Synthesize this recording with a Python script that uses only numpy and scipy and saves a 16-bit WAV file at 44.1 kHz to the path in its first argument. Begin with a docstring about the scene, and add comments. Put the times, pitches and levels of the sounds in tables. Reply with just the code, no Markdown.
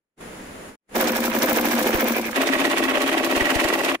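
"""Old iron sewing machine, close up

On a wooden table in a small room, the stereo microphone close by. A short stretch of room rush comes
first; then the machine sews a seam at about 13 stitches a second, slows, and sews a faster one.
Every turn of the shaft repeats the same contacts: they thump the table, rattle the linkage, click on
steel and tick at the needle. Sliding parts rasp, and a few puffs of air push on the microphone."""
import sys
import numpy as np
from scipy import signal
from scipy.fft import rfft, irfft
from scipy.io import wavfile

SR = 44100
rng = np.random.default_rng(int(sys.argv[2]) if len(sys.argv) > 2 else 0)


def unload_wav(signal):
    """Save mono or channel-first audio to the path in sys.argv[1] as 16-bit WAV at rate SR, clipped to [-1, 1]."""
    wavfile.write(
        sys.argv[1],
        SR,
        np.round(np.clip(np.atleast_2d(signal).T, -1, 1) * 32767).astype(np.int16),
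    )


N = 176400
T = np.arange(N) / SR

# room rush over time: time_s, level_db
RUSH_LEVEL = [(.16, -90), (.18, -52), (.203, -44.5), (.21, -37.5), (.69, -38.5), (.755, -49.5), (.77, -110),
              (.875, -78), (.895, -51), (.95, -35.5), (3.95, -45), (3.98, -57)]
# its spectrum: frequency_hz, density_db
RUSH_COLOUR = [(60, -7.5), (135, -8), (200, -0.5), (500, -3), (720, -9), (2000, -12), (4000, -23.5),
               (6000, -26), (7000, -20), (8500, -29.5), (10000, -18.5), (11400, -32), (15500, -32)]
# how alike it is left and right: frequency_hz, likeness (0-1)
RUSH_LIKENESS = [(60, 0.78), (240, 0.99), (950, 0)]
# boundaries of the shaft's turns, one stitch a turn: time_s
SLOW_STITCHES = [0.945, 1.000, 1.069, 1.151, 1.238, 1.337, 1.420, 1.486, 1.559, 1.645, 1.71, 1.779, 1.86,
                 1.934, 1.998, 2.07, 2.153, 2.252, 2.351]
FAST_STITCHES = [2.358, 2.415, 2.47, 2.533, 2.598, 2.65, 2.71, 2.778, 2.835, 2.892, 2.950, 3.015, 3.073,
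                 3.126, 3.178, 3.244, 3.309, 3.360, 3.406, 3.453, 3.501, 3.550, 3.598, 3.640, 3.684, 3.735,
                 3.788, 3.845, 3.894, 3.957]
# contacts within a turn: turn_share, thump_db, knock_db, rattle_db, click_db, tick_db
SLOW_CONTACTS = [(.01, -3.5, -20, 4, 4.5, -17), (.09, -7, 3, 5.5, -12, -14), (.14, -22, 2.5, 3, -7, 13.5),
                 (.18, -8, -3.5, 1, 4.5, 4), (.31, -5, 2, 7, -1, -1), (.42, 4.5, -2.5, -3, -2, 4),
                 (.61, -3.5, -9, 2, 2.5, 6.5), (0.791, -5, -1, 3.5, -19, -22),
                 (0.922, -15, -9, 3.5, -8, -29)]
FAST_CONTACTS = [(.03, -5.5, -5, 10.5, 12, 10), (.1, -19, -4.5, 7, 2, 7), (.19, -12, -4, 1.5, 2, 4),
                 (.31, -4, -2, 10, 1, 4), (0.441, 0.5, -1, 2, 3, 6), (.82, -6.5, -2, 2.5, 4.5, 2),
                 (0.909, -4.5, -8.5, 8.5, -4, -4)]
# modes of the table and the machine's bed: pitch_hz, drive_db, t60_s
SLOW_TABLE_MODES = [(233.7, 3.5, 0.15), (300, -2.5, 0.12), (332.4, -9, 0.18), (514.2, 3.5, 0.16)]
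FAST_TABLE_MODES = [(271.5, -1, 0.13), (327.5, -4, 0.18), (379, -6.5, 0.1), (596, 2, 0.1)]
# modes of the steel linkage: pitch_hz, drive_db, t60_s
SLOW_STEEL_MODES = [(990, 4.5, 0.089), (1680, 14.5, 0.025), (2099, 5, 0.062), (5770, 10, 0.0097),
                    (10600, -3.5, .08)]
FAST_STEEL_MODES = [(1121, -1.5, 0.095), (1922, 7.5, 0.037), (2590, -6, 0.09)]
# loose parts, a row each for knock, rattle, click and tick:
# low_hz, high_hz, t60_s, swell_db, impact_db, likeness (left to right, 0-1)
LOOSE_PARTS = [(276.4, 917, 0.029, -1.5, -20.5, 0.95), (918, 3760, 0.034, -2.5, -17.5, 0.13),
               (3440, 13000, 0.069, -5, -40, 0), (12700, 21000, 0.0069, -20, -24, 0.2)]
# tone of the loose parts at the microphone: frequency_hz, gain_db, left_minus_right_db
SLOW_COLOUR = [(327, 5, -3), (420, 0.5, -7), (670, 0, -1), (1320, -4.5, -7), (2300, -7, -1.5),
               (2470, -9, -6.5), (4360, -16, 2), (5660, -16, 2.5), (9100, -20, -1), (10700, -19.5, -45),
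               (12300, -22, 9), (14230, -7, 48), (16100, -11, 35)]
FAST_COLOUR = [(358, -1, -3.5), (500, -6.5, 4), (553, -1.5, 2.5), (950, -5.5, 5), (1630, -7, -7),
               (1820, -6, -3), (2700, -6, -4.5), (3470, -13.5, -6.5), (4900, -19, 3.5), (11800, -24, -7),
               (13600, -27.5, -7), (14600, -24, 16)]
# rise and fall of the running machine: time_s, gain_db
MACHINE_LEVEL = [(.87, -75), (.94, -17), (.96, 3), (1.08, 1), (1.33, 0.5), (1.44, 3.5), (1.95, 1.5),
                 (2.15, 0.5), (2.25, -4.5), (2.34, -4.5), (2.36, 1.5), (3.955, 0), (3.972, -24), (4, -30)]
# harder steel clacks: start_s, level_db
CLACKS = [(1.072, -23.5), (1.421, -21), (1.781, -30.5), (2.47, -24.5)]
# scrape, strongest as the first seam winds down: time_s, gain_db
SCRAPE_LEVEL = [(1.6, -36), (2.0, -32.5), (2.25, -25.5), (2.35, -41)]
# puffs of air on the microphone: start_s, level_db
PUFFS = [(1.947, -19), (3.369, -27), (3.414, -21), (3.559, -18), (3.648, -24.5)]


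def from_db(db):
    """Decibels to gain."""
    return 10 ** (np.asarray(db) / 20)


def unit_power(x):
    """Scale to an RMS of one."""
    return x / np.sqrt(np.mean(x ** 2) + 1e-20)


def level(rows):
    """Gain over time from rows of time_s, level_db."""
    return from_db(np.interp(T, *np.transpose(rows)))


def at_hz(rows, hz, column=1):
    """Read one column of a spectrum along a log-frequency axis."""
    rows = np.array(rows)
    return np.interp(np.log(np.maximum(hz, 1)), np.log(rows[:, 0]), rows[:, column])


def pan(db):
    """Constant-power stereo gains, the left louder by db."""
    gains = from_db(np.array([[.5], [-.5]]) * db)
    return gains / np.sqrt(np.mean(gains ** 2, axis=0))


def widen(pair, likeness):
    """Two unrelated signals become left and right with the given likeness."""
    return np.sqrt(1 + likeness) * pair[0] + np.sqrt(1 - likeness) * pair[1] * np.array([[1], [-1]])


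def bandpass(x, band_hz, order):
    """Butterworth band-pass."""
    return signal.sosfilt(signal.butter(order, band_hz, "band", fs=SR, output="sos"), x)


def equalise(x, gain):
    """Minimum-phase filter with the given gain at each bin of a 2N-point FFT."""
    cepstrum = irfft(np.log(gain + 1e-9))
    cepstrum[..., 1:N] *= 2
    cepstrum[..., N + 1:] = 0
    return irfft(rfft(x, 2 * N) * np.exp(rfft(cepstrum)))[..., :N]


def room_rush():
    """The room's rush, central in the bass and wide above; it drops out just before the sewing."""
    hz = np.fft.rfftfreq(N, 1 / SR)
    white = widen(rfft(rng.standard_normal((2, N))), at_hz(RUSH_LIKENESS, hz))
    return level(RUSH_LEVEL) * unit_power(irfft(white * from_db(at_hz(RUSH_COLOUR, hz)), N))


def contact_times(stitches, turn_shares, jitter_s=0.00055):
    """Each contact comes at its own share of every turn."""
    starts = np.array(stitches)
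    times = starts[:-1, None] + np.diff(starts)[:, None] * turn_shares
    return times + jitter_s * rng.standard_normal(times.shape)


def impacts(times, contact_db, spread_db=3):
    """One impulse per contact, never twice equally strong."""
    db = contact_db + spread_db * rng.standard_normal(times.shape)
    blows = np.zeros(N)
    np.add.at(blows, np.clip(times * SR, 0, N - 1).astype(int), from_db(db))
    return blows


def ring(drive, hz, t60_s):
    """One damped mode, set ringing by the drive."""
    r = np.exp(-np.log(1000) / (t60_s * SR))
    w = 2 * np.pi * hz / SR
    return signal.lfilter([np.sin(w), 0, -np.sin(w)], [1, -2 * r * np.cos(w), r * r], drive + 1e-18) / w**2


def table_thumps(times, contact_db, modes):
    """Heavy, blunt contacts ring the table and the bed, which radiate little bass."""
    rings = sum(from_db(db) * ring(impacts(times, contact_db), hz, t60) for hz, db, t60 in modes)
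    return unit_power(bandpass(rings, band_hz=(222.6, 910), order=4))


def steel_rings(times, contact_db, modes, pitch_spread=0.011):
    """Contacts ring the levers briefly; as these move, each blow finds a slightly different pitch."""
    out = np.zeros(N)
    for hz, db, t60 in modes:
        blows = from_db(db) * impacts(times, contact_db, spread_db=4.5)
        detunes = pitch_spread * rng.standard_normal(times.size)
        for start, detune in zip(np.flatnonzero(blows), detunes):
            t = T[:min(int(t60 * SR), N - start)]
            decay = blows[start] * np.exp(-np.log(1000) * t / t60)
            out[start:start + len(t)] += decay * np.sin(2 * np.pi * hz * (1 + detune) * t)
    return unit_power(out)


def die_away(energy, t60_s):
    """Spread each blow's energy over an exponential decay."""
    r = np.exp(-np.log(1e6) / (t60_s * SR))
    return signal.lfilter([1 - r], [1, -r], energy + 1e-18)


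def rattling_parts(times, part_dbs, colour, grain_db=1.5, room_db=-11):
    """A soft hiss swells into each strike; loose parts chatter and leave a short tail in the room."""
    out = 0
    for contact_db, (low, high, t60, swell_db, impact_db, likeness) in zip(part_dbs, LOOSE_PARTS):
        blows = impacts(times, contact_db)
        energy = blows ** 2
        # a decay run backwards rises into each blow
        swell = from_db(swell_db) ** 2 * die_away(energy[::-1], t60_s=0.13)[::-1]
        hiss = rng.standard_normal((2, N))
        flicker = from_db(grain_db * np.repeat(rng.standard_normal(N), 20)[:N])
        chatter = unit_power(hiss * flicker) * np.sqrt(swell + die_away(energy, t60))
        tail = from_db(room_db) * rng.standard_normal((2, N)) * np.sqrt(die_away(energy, t60_s=.25))
        strikes = from_db(impact_db) * blows * rng.choice([-1, 1], (2, N))
        part = unit_power(widen(strikes + chatter + tail, likeness))
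        out = out + bandpass(part, (low, min(high, .45 * SR)), order=4)
    hz = np.fft.rfftfreq(2 * N, 1 / SR)
    tone = from_db(at_hz(colour, hz)) * pan(at_hz(colour, hz, column=2))
    return unit_power(equalise(out, tone))


def sliding_band(hz, width_hz):
    """Friction noise in a resonance whose centre moves."""
    lowpass = signal.butter(2, width_hz / 2, fs=SR, output="sos")
    friction = signal.sosfilt(lowpass, rng.standard_normal((2, N)))
    phase = 2 * np.pi * np.cumsum(hz) / SR
    return unit_power(friction[0] * np.cos(phase) + friction[1] * np.sin(phase))


def falling_rasp(stitches, from_hz=2755, to_hz=478.5, gain_db=-28.5):
    """Once a turn a sliding part rasps through a resonance that drops quickly in pitch."""
    turn_share = np.interp(T, stitches, np.arange(len(stitches))) % 1
    slide = np.interp(turn_share, (0.33, 0.55), (0, 1))
    hz = from_hz * (to_hz / from_hz) ** slide
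    swell = np.sqrt(np.abs(np.sin(np.pi * slide)))
    return from_db(gain_db) * swell * sliding_band(hz, width_hz=470)


def seam(stitches, contacts, table_modes, steel_modes, colour, thump_db, steel_db, rattle_db, table_pan_db):
    """One run of the machine: the shaft works table, levers, loose parts and rasp in step."""
    turn_shares, thump_dbs, *part_dbs = np.transpose(contacts)
    times = contact_times(stitches, turn_shares)
    thumps = from_db(thump_db) * pan(table_pan_db) * table_thumps(times, thump_dbs, table_modes)
    # the levers follow the contacts' rattle column
    levers = from_db(steel_db) * pan(db=-12) * steel_rings(times, part_dbs[1], steel_modes)
    rattle = from_db(rattle_db) * rattling_parts(times, part_dbs, colour)
    running_share = np.ptp(times) * SR / N  # keeps loudness independent of the seam's length
    return (thumps + levers + rattle) * np.sqrt(running_share) + falling_rasp(stitches)


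def hard_clacks(t60_s=0.087):
    """Some stitches land with a harder steel clack, a bright burst that dies quickly."""
    decays = sum(from_db(db - 60 * np.abs(T - start) / t60_s) * (T >= start) for start, db in CLACKS)
    return decays * unit_power(bandpass(rng.standard_normal((2, N)), band_hz=(2800, 7400), order=2))


def scrape(peak_turn_share=0.14):
    """Friction sets one steel resonance sounding, swelling once in every turn of the slow seam."""
    turn = np.interp(T, SLOW_STITCHES, np.arange(len(SLOW_STITCHES)))
    swell = np.abs(np.cos(np.pi * (turn - peak_turn_share)))
    steel = unit_power(ring(rng.standard_normal((2, N)), hz=2350, t60_s=0.01))
    return level(SCRAPE_LEVEL) * swell * steel


def air_puffs():
    """Each puff is one low push on the microphone, almost all on the left."""
    impulses = np.zeros(N)
    for start, db in PUFFS:
        impulses[int(start * SR)] = from_db(db)
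    pushes = bandpass(impulses + 1e-18, band_hz=(17.6, 106), order=2)
    return pan(db=34) * pushes * impulses.max() / pushes.max()


def whirr(from_hz=3724, to_hz=2630, gain_db=-36.5):
    """A metallic whirr swells with each fast stitch and sinks in pitch along the seam."""
    turn = np.interp(T, FAST_STITCHES, np.arange(len(FAST_STITCHES)), left=.5, right=.5)
    swell = np.cos(np.pi * turn) ** 2
    hz = np.interp(T, [FAST_STITCHES[0], FAST_STITCHES[-1]], (from_hz, to_hz))
    return from_db(gain_db) * swell * np.array([sliding_band(hz, width_hz=270) for _ in range(2)])


def reach_microphone(x, left_lag_s=0.00013):
    """The machine's sound reaches the left port a little later than the right."""
    delay = np.exp(-2j * np.pi * np.fft.rfftfreq(2 * N, 1 / SR) * left_lag_s)
    return np.array([irfft(rfft(x[0], 2 * N) * delay)[:N], x[1]])


def scene():
    """Two seams close to the microphone, over the rush of the room."""
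    slow = seam(SLOW_STITCHES, SLOW_CONTACTS, SLOW_TABLE_MODES, SLOW_STEEL_MODES, SLOW_COLOUR,
                thump_db=-26.5, steel_db=-34, rattle_db=-24, table_pan_db=2)
    fast = seam(FAST_STITCHES, FAST_CONTACTS, FAST_TABLE_MODES, FAST_STEEL_MODES, FAST_COLOUR,
                thump_db=-26, steel_db=-29, rattle_db=-23, table_pan_db=5.5)
    machine = level(MACHINE_LEVEL) * (slow + fast + scrape() + whirr()) + hard_clacks()
    return reach_microphone(machine) + room_rush() + air_puffs()


def record(dry):
    """Peaks are rounded and the top is cut steeply."""
    peak_limit, cutoff_hz = .42, 15600
    rounded = peak_limit * np.tanh(dry / peak_limit)
    return signal.sosfilt(signal.ellip(12, .2, 90, cutoff_hz, fs=SR, output="sos"), rounded)


dry = scene()
out = record(dry)
unload_wav(out)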